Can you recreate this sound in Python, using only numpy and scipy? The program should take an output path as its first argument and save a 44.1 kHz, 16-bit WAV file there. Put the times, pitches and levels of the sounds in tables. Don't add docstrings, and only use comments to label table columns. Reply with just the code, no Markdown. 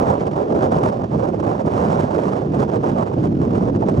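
import sys
import numpy as np
from scipy import signal
from scipy.fft import rfft, irfft
from scipy.io import wavfile

SR = 44100
rng = np.random.default_rng(int(sys.argv[2]) if len(sys.argv) > 2 else 0)


def inscribe(sig):
    pcm = np.round(np.clip(np.atleast_2d(sig).T, -1, 1) * 32767)
    wavfile.write(sys.argv[1], SR, pcm.astype(np.int16))


N = 176400


def undb(db):
    return 10 ** (np.asarray(db) / 20)


def unit(x):
    return x / np.sqrt(np.mean(x ** 2))


def over_hz(table, hz, column=1):
    rows = np.array(table, float)
    return np.interp(np.log(np.maximum(hz, 1)), np.log(rows[:, 0]), rows[:, column])


def over_time(table, column=1):
    rows = np.array(table, float)
    db = np.interp(np.arange(N) / SR, rows[:, 0], rows[:, column])
    return db - db.mean()


def wander(per_s, limit=1.77):
    hz = np.fft.rfftfreq(N, 1 / SR)
    spectrum = rfft(rng.standard_normal(N)) / (1 + (2 * hz / per_s) ** 4)
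    return limit * np.tanh(unit(irfft(spectrum, N)) / limit)


# time in seconds, relative rumble level in dB, relative hollow roar level in dB.
BIG_EDDIES = [(0.01, -21, -22.5), (0.09, -21.5, -28.5), (0.19, -34.5, -24.5), (0.22, -26, -24.5),
              (0.35, -28, -28.5), (0.39, -30.5, -20.5), (0.47, -35.5, -21.5), (0.51, -27.5, -20.5),
              (0.79, -20, -27), (0.81, -34, -21.5), (0.83, -21.5, -25), (0.95, -31.5, -26.5),
              (1.05, -24, -26), (1.07, -34, -33.5), (1.16, -15, -23.5), (1.23, -27, -24.5),
              (1.48, -25, -23), (1.64, -27, -26.5), (1.67, -20, -20), (1.69, -34, -27), (1.73, -21.5, -24),
              (2.03, -22, -25), (2.07, -26, -31.5), (2.18, -27.5, -20.5), (2.24, -27.5, -25),
              (2.27, -24.5, -24.5), (2.44, -28, -23.5), (2.5, -23, -28), (2.6, -19.5, -20),
              (2.65, -28, -25.5), (2.77, -24.5, -23), (3.0, -22.5, -26), (3.1, -27.5, -28.5),
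              (3.21, -16.5, -20), (3.27, -21, -24.5), (3.89, -21, -23), (3.96, -19, -22),
              (3.99, -16.5, -21)]
# time in seconds, relative buffet level in dB, relative hiss level in dB.
SMALL_EDDIES = np.vstack([ [(0.012, -20, -45.5), (0.028, -27, -52), (0.108, -19.5, -46), (0.18, -32, -60),
                (0.202, -43, -57.5), (0.216, -25, -49), (0.254, -37, -65), (0.272, -28, -51.5),
                (0.294, -31.5, -67), (0.308, -44, -64), (0.374, -25.5, -53.5), (0.488, -37, -62),
                (0.506, -28, -55), (0.52, -25.5, -53), (0.542, -32, -63.5), (0.552, -30, -55),
                (0.66, -24, -48.5), (0.704, -31, -63.5), (0.71, -25, -49), (0.768, -24.5, -48.5),
                (0.814, -27, -56.5), (0.822, -25, -46), (0.9, -28, -47.5), (0.912, -38, -70.5),
                (0.922, -27.5, -51.5), (0.968, -33, -64.5), (0.972, -41, -66.5), (1.022, -28.5, -54),
                (1.03, -35, -68.5), (1.038, -23, -57), (1.062, -44.5, -69.5), (1.098, -45.5, -68),
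                (1.148, -25.5, -54.5), (1.184, -45, -62.5), (1.192, -28.5, -53.5), (1.216, -34.5, -58),
                (1.246, -25.5, -56), (1.3, -29, -55)], [(1.31, -45.5, -71.5), (1.328, -41.5, -69),
                (1.346, -21.5, -51), (1.358, -48.5, -69.5), (1.388, -37.5, -71), (1.4, -29.5, -45.5),
                (1.422, -46, -70.5), (1.43, -23.5, -55), (1.438, -32, -58), (1.51, -25.5, -50.5),
                (1.586, -33.5, -56.5), (1.608, -24, -50.5), (1.646, -46, -71.5), (1.654, -28, -57),
                (1.666, -45.5, -49.5), (1.672, -26.5, -54.5), (1.702, -30.5, -55.5), (1.722, -28, -49.5),
                (1.874, -23, -45.5), (1.884, -29.5, -53), (1.96, -24, -45.5), (1.972, -28, -54.5),
                (2.01, -28.5, -44.5), (2.082, -32.5, -57), (2.096, -27.5, -54.5), (2.15, -34, -51),
                (2.18, -25, -49.5), (2.214, -33, -52.5), (2.378, -27.5, -50.5), (2.408, -44, -65),
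                (2.418, -31, -56), (2.476, -41.5, -66), (2.522, -43, -68), (2.548, -27, -45.5),
                (2.578, -35, -59.5), (2.598, -28, -46), (2.634, -28.5, -51), (2.67, -45.5, -70.5)],
                [(2.68, -27, -52.5), (2.716, -35.5, -56), (2.756, -25.5, -48), (2.788, -42, -70),
                (2.824, -43, -58.5), (2.836, -21, -47), (2.918, -35, -53.5), (2.926, -42.5, -67),
                (2.98, -23.5, -51), (3.028, -24.5, -50), (3.054, -42, -68), (3.072, -31, -49.5),
                (3.096, -39, -68), (3.122, -30.5, -64), (3.13, -32.5, -54.5), (3.154, -43, -68),
                (3.17, -33, -66), (3.224, -45, -57.5), (3.252, -27.5, -49), (3.286, -44, -67.5),
                (3.366, -46.5, -69.5), (3.438, -34.5, -57.5), (3.496, -42.5, -68.5), (3.514, -33.5, -52.5),
                (3.522, -36.5, -70), (3.558, -29.5, -43), (3.566, -36.5, -56.5), (3.7, -30, -55.5),
                (3.714, -44.5, -69), (3.768, -34, -54), (3.78, -34.5, -69.5), (3.806, -47.5, -60.5),
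                (3.826, -24, -55), (3.848, -34, -68.5), (3.87, -42.5, -58.5), (3.888, -21, -44.5),
                (3.914, -41, -60.5), (3.985, -34, -54.5)], ])
# frequency in Hz, response in dB per dB of gust, flutter depth in dB, tear depth in dB.
EDDY_RESPONSE = [(100, 0.65, 1.75, 0.2), (400, 1.3, 1.17, 1.04), (744, 0.83, 1.35, 2.4), (1350, 0.88, 2, 4),
                 (2480, 0.5, 1.9, 3.5), (5500, 0.58, 1.5, 3), (11000, 1, 3.2, 5)]
RUMBLE_HZ, ROAR_HZ, BUFFET_HZ, HISS_HZ = 180, 367, 680, 2180
FLUTTER_PER_S, TEAR_PER_S, SNAP_HIGHPASS_HZ = 110, 510, 2000


def turbulence(hz):
    rumble_db, roar_db = over_time(BIG_EDDIES), over_time(BIG_EDDIES, column=2)
    buffet_db, hiss_db = over_time(SMALL_EDDIES), over_time(SMALL_EDDIES, column=2)
    curves_db = np.array([rumble_db, roar_db, buffet_db, hiss_db])
    curves_log_hz = np.log([RUMBLE_HZ, ROAR_HZ, BUFFET_HZ, HISS_HZ])
    flutter = wander(FLUTTER_PER_S)
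    tear = np.array([wander(TEAR_PER_S), wander(TEAR_PER_S)])
    air = rng.standard_normal((2, N))
    spikes = snaps()
    octave = np.log2(np.maximum(hz, 1))
    flows = 0
    for centre_hz in 2 ** np.arange(4.5, 14.5, .5):
        crossfade = [np.interp(np.log(centre_hz), curves_log_hz, row) for row in np.eye(4)]
        gust_db = over_hz(EDDY_RESPONSE, centre_hz) * np.dot(crossfade, curves_db)
        flutter_db = over_hz(EDDY_RESPONSE, centre_hz, column=2) * flutter
        tear_db = over_hz(EDDY_RESPONSE, centre_hz, column=3) * tear
        force = unit(undb(gust_db + flutter_db + tear_db))
        snap_gain = centre_hz / (centre_hz + SNAP_HIGHPASS_HZ)
        band = np.maximum(1 - 2 * abs(octave - np.log2(centre_hz)), 0)
        flows = flows + band * rfft(force * air + snap_gain * spikes)
    return flows


# frequency in Hz, relative pressure density at the right port in dB.
PORT_DB = [(22, -31), (42, -21), (65, -10.5), (105, -1.5), (180, 0.0), (270, -1.6), (550, -2), (1000, -9.5),
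           (1400, -19.5), (2000, -33), (3000, -39.5), (4000, -46), (5600, -46.3), (8500, -55.5),
           (11500, -67), (15500, -82)]
# frequency in Hz, coherence of the ports from 0 to 1.
COHERENCE = [(100, 0.96), (270, 0.94), (450, 0.76), (620, 0.3), (900, .84), (1400, .87), (3000, .69),
             (5500, 0.95), (9000, .78), (13000, 0.4)]
# frequency in Hz, phase lead of the left port in radians.
LEFT_LEAD_RAD = [(100, 0.11), (300, 0.11), (480, 1.36), (700, 2.26), (1100, 3.03), (2500, 2), (3800, .7),
                 (5500, .3), (8500, 0.84), (12000, 2.2)]
# frequency in Hz, left level against right in dB.
LEFT_GAIN_DB = [(60, -2), (110, -1.0), (200, -1.5), (380, -4), (700, -9), (1290, -5.5), (2380, -3.5),
                (4400, -3), (8120, -1), (15000, 3.5)]
# time in seconds, relative level of the left port's veer band in dB.
VEER_DB = [(0.0, -2.5), (0.13, -2.5), (0.18, -3), (0.8, 0), (1.17, -6.5), (1.88, -3), (2.44, -6.5),
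           (2.48, -1), (2.54, -8), (2.82, -4), (3.84, -2), (4.0, -5)]
VEER_HZ, VEER_SIGMA_OCTAVES, RIGHT_RMS_DB = 690, 0.76, -16


def wind_on_ports(hz):
    right, independent = turbulence(hz) * undb(over_hz(PORT_DB, hz))
    coherence = over_hz(COHERENCE, hz)
    shared = coherence * np.exp(1j * over_hz(LEFT_LEAD_RAD, hz)) * right
    left = undb(over_hz(LEFT_GAIN_DB, hz)) * (shared + np.sqrt(1 - coherence ** 2) * independent)
    offset_octaves = np.log2(np.maximum(hz, 1) / VEER_HZ)
    veer_band = left * np.exp(-.5 * (offset_octaves / VEER_SIGMA_OCTAVES) ** 2)
    exposure = unit(undb(over_time(VEER_DB)))
    left_wave = irfft(left - veer_band, N) + exposure * irfft(veer_band, N)
    right_wave = irfft(right, N)
    return undb(RIGHT_RMS_DB) * np.array([left_wave, right_wave]) / np.std(right_wave)


# frequency in Hz, relative spectral density in dB.
SLOPE_DB = [(200, -7), (800, 5.5), (2500, -4.5), (6000, -11.5), (9000, -17), (12000, -32), (15000, -33)]
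SLOPE_RMS_DB = -60.5


def wind_on_slope(hz):
    spectrum = rfft(rng.standard_normal((2, N))) * undb(over_hz(SLOPE_DB, hz))
    return undb(SLOPE_RMS_DB) * unit(irfft(spectrum, N))


# start in seconds, relative level in dB.
EDDY_BREAKS = [(0.081, -39.5), (0.268, -33), (0.643, -32), (0.6817, -47), (0.849, -34.5), (0.892, -39.5),
               (2.0004, -33.5), (2.547, -45), (3.886, -42)]
SNAP_GAIN_DB, SNAP_DECAY_S = 48.5, .0014


def snaps():
    t = np.arange(N) / SR
    envelope = np.zeros(N)
    for start_s, level_db in EDDY_BREAKS:
        decay = (t >= start_s) * np.exp(-abs(t - start_s) / SNAP_DECAY_S)
        envelope += undb(level_db + SNAP_GAIN_DB) * decay
    return envelope * rng.standard_normal((2, N))


def scene():
    hz = np.fft.rfftfreq(N, 1 / SR)
    return wind_on_ports(hz) + wind_on_slope(hz)


def record(dry, cutoff_hz=15800):
    return signal.sosfilt(signal.ellip(8, .2, 70, cutoff_hz, fs=SR, output="sos"), dry)


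dry = scene()
out = record(dry)
inscribe(out)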